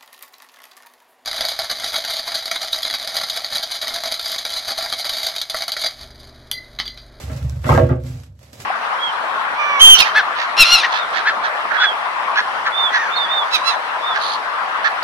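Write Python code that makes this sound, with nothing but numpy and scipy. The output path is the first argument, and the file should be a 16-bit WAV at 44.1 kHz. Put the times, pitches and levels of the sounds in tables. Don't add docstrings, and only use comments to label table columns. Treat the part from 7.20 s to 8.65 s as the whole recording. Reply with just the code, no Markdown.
import sys
import numpy as np
from scipy import signal
from scipy.fft import rfft, irfft, next_fast_len
from scipy.io import wavfile
from scipy.ndimage import uniform_filter1d, minimum_filter1d

SR = 44100
rng = np.random.default_rng(int(sys.argv[2]) if len(sys.argv) > 2 else 0)


def makeup_ratio(level_db):
    decades = np.asarray(level_db, float) / 20
    return 10 ** decades


def unload_audio(sound):
    columns = np.transpose(np.atleast_2d(sound))
    steps = np.round(np.clip(columns, -1, 1) * 32767)
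    wavfile.write(sys.argv[1], SR, steps.astype(np.int16))


N = 63945


def evened(x):
    return x / np.sqrt(np.mean(x ** 2) + 1e-20)


def read(points, hz):
    f, value = np.transpose(points)
    return np.interp(np.log(hz + 1), np.log(f + 1), value)


def follow(points):
    return makeup_ratio(np.interp(np.arange(N) / SR, *np.transpose(points)))


def add(mix, s, sound):
    part = mix[round(s * SR):][:len(sound)]
    part += sound[:len(part)]


def colour(x, points):
    db = read(points, abs(np.fft.fftfreq(4096, 1 / SR)))
    log = np.log(makeup_ratio(np.maximum(db, -100)))
    taps = np.fft.ifft(np.exp(np.conj(signal.hilbert(log)))).real[:2048]
    return signal.oaconvolve(x, taps / np.linalg.norm(taps))[:len(x)]


def ring(modes, extra_db=0, length=1.0, phase=0):
    hz, db, t60 = np.transpose(modes)[:, :, None]
    t = np.arange(0, length, 1 / SR)
    return (makeup_ratio(db + extra_db - 60 * t / t60) * np.sin(2 * np.pi * hz * t + phase)).sum(0)


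# [t/s, deep pair level/dB, upper pair level/dB]
FLOOR_SHOVES = [(.003, -32, -47), (.03, -21, -33.5), (0.072, -34, -44), (0.113, -37, -27),
                (0.151, -42, -24.5), (0.213, -15.5, -33), (0.24, -25, -19.5), (0.321, -36.5, -27.5),
                (0.362, -20, -26.5), (0.398, -35, -38), (0.446, -37, -21), (0.496, -10, -6.5),
                (0.524, -34.5, -11.5), (0.561, -7.5, -13), (.625, -25.5, -13), (0.703, -61, -13),
                (0.769, -28.5, -28.5), (0.831, -43, -29.5), (.862, -53, -29.5), (0.894, -32, -29.5),
                (0.944, -25.5, -29), (0.999, -60, -42.5), (1.09, -33, -41.5), (1.201, -50.5, -69.5),
                (1.27, -79, -60), (1.336, -45, -51.5), (1.388, -39.5, -41.5), (1.43, -70, -75)]
# [f/Hz, level/dB, t60/s]
DEEP_FLOOR = [(72.12, -4, 0.84), (95.37, -2, 0.39)]
# [f/Hz, level/dB, t60/s]
UPPER_FLOOR = [(125.94, -0.8, 0.3), (140.6, 0.091, 0.15)]
SHOVE_S = 0.008


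def floor():
    out = np.zeros(N)
    push = np.hanning(round(SHOVE_S * SR))
    push = push / push.sum()
    deep = signal.oaconvolve(ring(DEEP_FLOOR), push)
    upper = signal.oaconvolve(ring(UPPER_FLOOR), push)
    for s, deep_db, upper_db in FLOOR_SHOVES:
        add(out, s, makeup_ratio(deep_db + 2.0) * deep + makeup_ratio(upper_db + 8.5) * upper)
    return out


# [t/s, level/dB]
RIM_DRAG = [(0.0, -34), (0.06, -40), (0.096, -34.5), (0.432, -45.5), (0.444, -22.5), (0.48, -17),
            (0.5, -8.5), (0.568, -18), (0.58, -22.5), (0.678, -34.5), (0.71, -43.5), (0.86, -52.5),
            (0.988, -45.5), (1.174, -65.5), (1.214, -60), (1.45, -41)]
# [f/Hz, level/dB, t60/s]
PAIL_WALL = [(484, -11.5, 0.62), (553.7, -1, 0.29), (585, -5.5, 0.047), (630.7, 2.5, 0.16),
             (1189, -3.5, 0.077), (1344, -3, 0.07), (809, 3.5, 0.037), (904.5, -9, 0.22),
             (1088, -5.5, 0.04), (1116.6, -7.5, 0.16), (1260, -3, 0.064), (1589, -5, 0.057),
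             (1520, -15, 0.34), (2070, -33.5, 0.12)]
# [f/Hz, level/dB, t60/s]
PAIL_HOLLOW = [(223.7, -4, 0.09), (256, -1.5, 0.16), (354.6, -3, 0.12), (384, -19.5, 0.073)]
# [f/Hz, level/dB per Hz]
DENSE_WALL = [(150, -19.5), (220, 12.5), (390, 2), (600, 5), (1300, -5.5), (2200, -4.5), (3500, -13),
              (16000, -63.5)]
DRAG_DB, DRAG_CAP_DB, SLIPS_PER_S = -5.5, -30, 900


def drag():
    slips = rng.standard_normal(N) * (rng.random(N) < SLIPS_PER_S / SR)
    grit = slips * makeup_ratio(3.07 * rng.exponential(1, N))
    damped = [(hz, db, 0.79 * t60) for hz, db, t60 in PAIL_HOLLOW[:2] + PAIL_WALL]
    ringing = evened(signal.oaconvolve(grit, ring(damped, length=.3))[:N])
    dense = evened(colour(rng.standard_normal(N), DENSE_WALL))
    strength = np.minimum(makeup_ratio(DRAG_DB) * follow(RIM_DRAG), makeup_ratio(DRAG_CAP_DB))
    return strength * evened(ringing + 1.22 * dense)


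# [t/s, level/dB]
BAG_STROKES = [(0.0, -40), (0.056, -48), (0.406, -57), (0.5, -34), (0.516, -38), (0.576, -41.5),
               (0.674, -59), (0.71, -61.5), (0.786, -71.5), (0.868, -48), (1.024, -56), (1.134, -80),
               (1.23, -55), (1.32, -59.5), (1.336, -48.5), (1.368, -52.5), (1.408, -46), (1.45, -51)]
# [t/s, peak level/dB]
BAG_SNAPS = [(0.2286, -38.5), (0.2969, -34), (0.419, -45), (0.4418, -41), (0.47, -36), (0.4932, -45.5),
             (0.5414, -28), (0.5784, -31), (0.6914, -44), (0.8377, -44), (1, -43), (1.192, -47),
             (1.231, -44.5), (1.3315, -38.5), (1.3338, -40), (1.4019, -38)]
BAG_DB, CREASES_PER_S, CREASE_DB, CREASE_SHARE = 5, 830, 8.5, 0.37
SNAP_DB, SNAP_T60 = -10, 0.07
TICK_DB, TICK_T60 = 8, 0.0038


def bag_motion():
    sizes = makeup_ratio(2 * CREASE_DB * np.minimum(rng.exponential(1, N), 5))
    creases = sizes * (rng.random(N) < CREASES_PER_S / SR)
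    creases = np.sqrt(abs(signal.lfilter([1], [1, -np.exp(-1 / (0.0052 * SR))], creases)))
    texture = CREASE_SHARE * evened(creases) + 1 - CREASE_SHARE
    power = (follow(BAG_STROKES) * texture * makeup_ratio(BAG_DB)) ** 2
    for s, db in BAG_SNAPS:
        add(power, s, makeup_ratio(db + SNAP_DB - 60 * np.arange(3000) / SR / SNAP_T60) ** 2)
        add(power, s, makeup_ratio(db + TICK_DB - 60 * np.arange(400) / SR / TICK_T60) ** 2)
    return np.sqrt(power)


# [f/Hz, level/dB per Hz]
BAG_SPECTRUM = [(200, -14.5), (400, -1.5), (1000, -4), (3000, -5.5), (8000, -9), (12000, -13.5),
                (15800, -16.5)]


def bag(motion):
    return colour(motion * rng.standard_normal(N), BAG_SPECTRUM)


# [f/Hz, level/dB per Hz]
ROOM_AIR = [(15, -13), (25, -20), (110, 6), (210, -11.5), (5210, -65), (9420, -70), (11700, -52.5),
            (15700, -75.5)]
AIR_DB = -49.5


def air():
    return makeup_ratio(AIR_DB) * colour(rng.standard_normal(N), ROOM_AIR)


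# [t/s, f/Hz, level/dB, t60/s]
WALL_PANELS = [(.095, 623, -39.5, 0.23), (.095, 1223, -42, 0.1), (.322, 1526, -46, .15),
               (.446, 1520, -28, 0.093), (.468, 617, -22, 0.19), (.474, 1968, -25.5, 0.072),
               (.4905, 1065, -9, 0.11), (.494, 1810, -30, 0.037), (.495, 542.7, -13.5, 0.13),
               (.503, 883, -8.5, 0.14), (.504, 1260, -16.5, 0.22), (.526, 1235, -6, 0.027),
               (.54, 540, -15.5, 0.26), (.553, 1627, -21.5, 0.28), (.5765, 639.4, -5.5, 0.19),
               (.577, 1208, -18, 0.043), (.592, 494.7, -16.5, 0.28), (.592, 349.5, -18, 0.49),
               (.49, 242.7, -17.5, .3), (.596, 903, -27, 0.17), (.598, 643, -16.5, 0.23),
               (.6, 1118, -28, 0.21), (.618, 487.7, -20, 0.28), (.705, 635, -29, .3),
               (.71, 1610, -41, 0.16), (.692, 1170, -27, 0.1), (.692, 1339, -30.5, 0.12),
               (.705, 860, -28, 0.091), (.705, 541, -23.5, 0.16), (.708, 254.3, -27, 0.46),
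               (.753, 513.3, -26, 0.14), (.81, 530.4, -36, 0.18), (.705, 363.7, -18, 0.19),
               (.85, 256, -36, 0.62)]
PANEL_RISE_S = 0.0018


def panels(turned):
    out = np.zeros(N)
    rise = np.minimum(np.arange(SR // 2) / SR / PANEL_RISE_S, 1)
    for k, (s, *mode) in enumerate(WALL_PANELS):
        phase = turned * (-1) ** k * np.pi / 2
        add(out, s, rise * ring([mode], 0, .5, phase)[:len(rise)])
    return out


# [t/s, level/dB, centre of struck modes/octaves above 700 Hz, chatter/s, hollow level/dB]
RIM_KNOCKS = [(.097, -30.5, 1, 0.043, -32), (.225, -42, -0.76, 0.022, -36),
              (.32, -34, -0.029, 0.0022, -40.5), (.365, -52, -0.5, 0.011, -43),
              (.444, -23.5, 1, 0.012, -38.5), (.466, -22.5, 0.74, 0.0072, -23.5),
              (.4915, -6, 0.79, 0.033, -28.5), (.505, -8, 0.46, 0.012, -38),
              (.526, -15.5, 0.65, 0.0059, -18), (.549, -13.5, 0.71, 0.0079, -35),
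              (.577, -4.5, 0.31, 0.0042, -14), (.596, -11.5, -1.08, 0.011, -23.5),
              (.618, -18.5, -1, 0.0091, -21), (.64, -20.5, -0.7, 0.019, -21), (.692, -20, 0.48, 0.061, -22),
              (.705, -16.5, -0.96, 0.029, -19), (.728, -31.5, 0.61, 0.011, -53),
              (.765, -26, -1.1, 0.051, -35), (.845, -40, -0.4, 0.035, -37), (.9, -35, -1.06, 0.026, -51.5),
              (1.214, -49.5, -0.28, 0.012, -66.5), (1.273, -54, -0.24, 0.019, -54),
              (1.331, -42, -1, 0.0083, -42), (1.40, -40, 0.74, 0.018, -73)]
WALL_DB, WALL_T60 = -7, 0.11
FOCUS_DB, FAR_DB = 5, 15.5
MIX_DB = 1.5
FIRST_CONTACT = 50
HARD_LIFT = 1


def knocks(turned, contacts, mixes):
    out, t, hz = np.zeros(N), np.arange(16000) / SR, np.geomspace(100, 16000, 40)
    phases = rng.uniform(0, 2 * np.pi, (30, len(PAIL_WALL), 1))
    tails = rng.standard_normal((30, 16000))
    pail_hz = np.array(PAIL_WALL)[:, :1]
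    upper_two = np.array([[0], [0], [1], [1]])
    for k, (s, db, centre, chatter_s, hollow_db) in enumerate(RIM_KNOCKS):
        def focus(f):
            return -np.minimum(FOCUS_DB * (np.log2(f / 700) - centre) ** 2, FAR_DB)

        hit = contacts[k] * np.exp(-t[:2000] / chatter_s * 2)
        hit[0] = FIRST_CONTACT
        modes_db = focus(pail_hz) + MIX_DB * np.clip(mixes[k], -1, 1)
        body = 0.39 * ring(PAIL_WALL, modes_db, len(t) / SR, turned * phases[k])[:len(t)]
        wall = np.transpose([hz, read(DENSE_WALL, hz) + focus(hz)])
        body += colour(tails[k], wall) * makeup_ratio(WALL_DB - 60 * t / WALL_T60)

        lifted_db = hollow_db + HARD_LIFT * (hollow_db + 19.5) * upper_two
        hollow_phase = turned * phases[k, :len(PAIL_HOLLOW)]
        hollow = ring(PAIL_HOLLOW, lifted_db, len(t) / SR, hollow_phase)[:len(t)]
        add(out, s, hollow * np.minimum(t / 0.0031, 1))
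        add(out, s, makeup_ratio(db) * signal.fftconvolve(body, hit / np.linalg.norm(hit)))
    return out


ROOM_DB, ROOM_T60 = -7.5, 0.18


def room(x):
    taps = np.zeros(22000)
    taps[np.arange(200, 21960, 20) + rng.integers(0, 20, 1088)] = rng.choice([-1., 1.], 1088)
    taps = taps * makeup_ratio(-60 * np.arange(22000) / SR / ROOM_T60)
    return signal.fftconvolve(x, taps / np.linalg.norm(taps))[:N]


IN_STEP_HZ, HALF_TURN_HZ = 7145, 2333
# [f/Hz, left-right likeness/0..1]
PORT_LIKENESS = [(60, 1), (170, 1), (300, 0.86), (600, 0.34), (1200, 0.12), (4000, 0.057), (7300, 0.41),
                 (9000, 0.98)]
# [f/Hz, left over right level/dB]
PORT_LEAN = [(60, -1.6), (150, -1.1), (300, -0.5), (600, -6), (1300, 0.5), (2500, -2), (5000, -8),
             (8500, -1)]


def ports(first, second):
    size = next_fast_len(N + 4096)
    hz = np.fft.rfftfreq(size, 1 / SR)
    a, b = rfft(first, size), rfft(second, size)
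    turn = .5 * np.pi * np.maximum(hz - IN_STEP_HZ, 0) / HALF_TURN_HZ
    lean = makeup_ratio(read(PORT_LEAN, hz) / 2) * np.exp(1j * turn)
    same = np.clip(read(PORT_LIKENESS, hz), 0, 1)
    left = a * lean
    right = (same * a + np.sqrt(1 - same ** 2) * b) / lean
    return irfft(np.array([left, right]), size, axis=1)[:, :N]


def scene():
    motion, boom, spots = bag_motion(), floor(), []
    contacts = rng.standard_normal((30, 2000)) ** 3
    mixes = rng.standard_normal((30, len(PAIL_WALL), 1))
    for turned in (False, True):
        pail = knocks(turned, contacts, mixes) + panels(turned) + drag() + bag(motion)
        spots.append(pail + makeup_ratio(ROOM_DB) * room(pail) + boom + air())
    return ports(*spots)


SHARP_SNAPS = [.2975, 1.193, 1.335]
SHARP_SPAN_S = .004
WEAK_SHARE, GAP_DB, GAP_FROM_HZ = 0.41, -59.5, 8300
SHARE_PER_KHZ, RAGGED = .05, .08
HOLE_LEVEL, HOLES_FROM_HZ = 1.6, 1400
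TOP_BAND_HZ, TOP_BAND_LOSS, TOP_HZ = 14900, .1, 15850


def thinned(x):
    sum_difference = np.array([x[0] + x[1], x[0] - x[1]]) / 2
    hz, t, z = signal.stft(sum_difference, SR, nperseg=512, noverlap=384)
    row_hz = hz[:, None]

    def patches(wide, long):
        noise = rng.standard_normal((2, 257, len(t)))
        blocks = np.repeat(np.repeat(noise, wide, 1), long, 2)[:, :257, :len(t)]
        return evened(uniform_filter1d(blocks, size=2, axis=2))

    turn = .5 * np.pi * (hz - IN_STEP_HZ) / HALF_TURN_HZ
    share = abs(np.array([np.cos(turn), np.sin(turn)]))[:, :, None]
    limit = WEAK_SHARE + SHARE_PER_KHZ * (row_hz - GAP_FROM_HZ) / 1000 + RAGGED * patches(8, 16)
    weak = (share < limit) & (row_hz > GAP_FROM_HZ)
    holes = (patches(2, 16) > HOLE_LEVEL) & (row_hz > HOLES_FROM_HZ)
    lost = weak | holes
    lost[0] |= (patches(1, 24)[0, 0] > TOP_BAND_LOSS) & (row_hz > TOP_BAND_HZ)
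    lost &= abs(t - np.array(SHARP_SNAPS)[:, None]).min(0) > SHARP_SPAN_S
    gain = makeup_ratio(GAP_DB * lost - 90 * (row_hz > TOP_HZ))
    mid, side = signal.istft(z * gain, SR, nperseg=512, noverlap=384)[1][:, :N]
    return np.array([mid + side, mid - side])


def low_pass(x):
    return signal.sosfilt(signal.butter(12, 15880, fs=SR, output="sos"), x)


LOW_CUT_HZ, LIMIT = 66, .9


def record(dry):
    x = signal.sosfilt(signal.butter(8, LOW_CUT_HZ, "high", fs=SR, output="sos"), dry)
    headroom = minimum_filter1d(LIMIT / np.maximum(abs(x).max(0), LIMIT), size=301)
    mix = thinned(x * uniform_filter1d(headroom, size=301))
    return low_pass(mix)


dry = scene()
out = record(dry)
unload_audio(out)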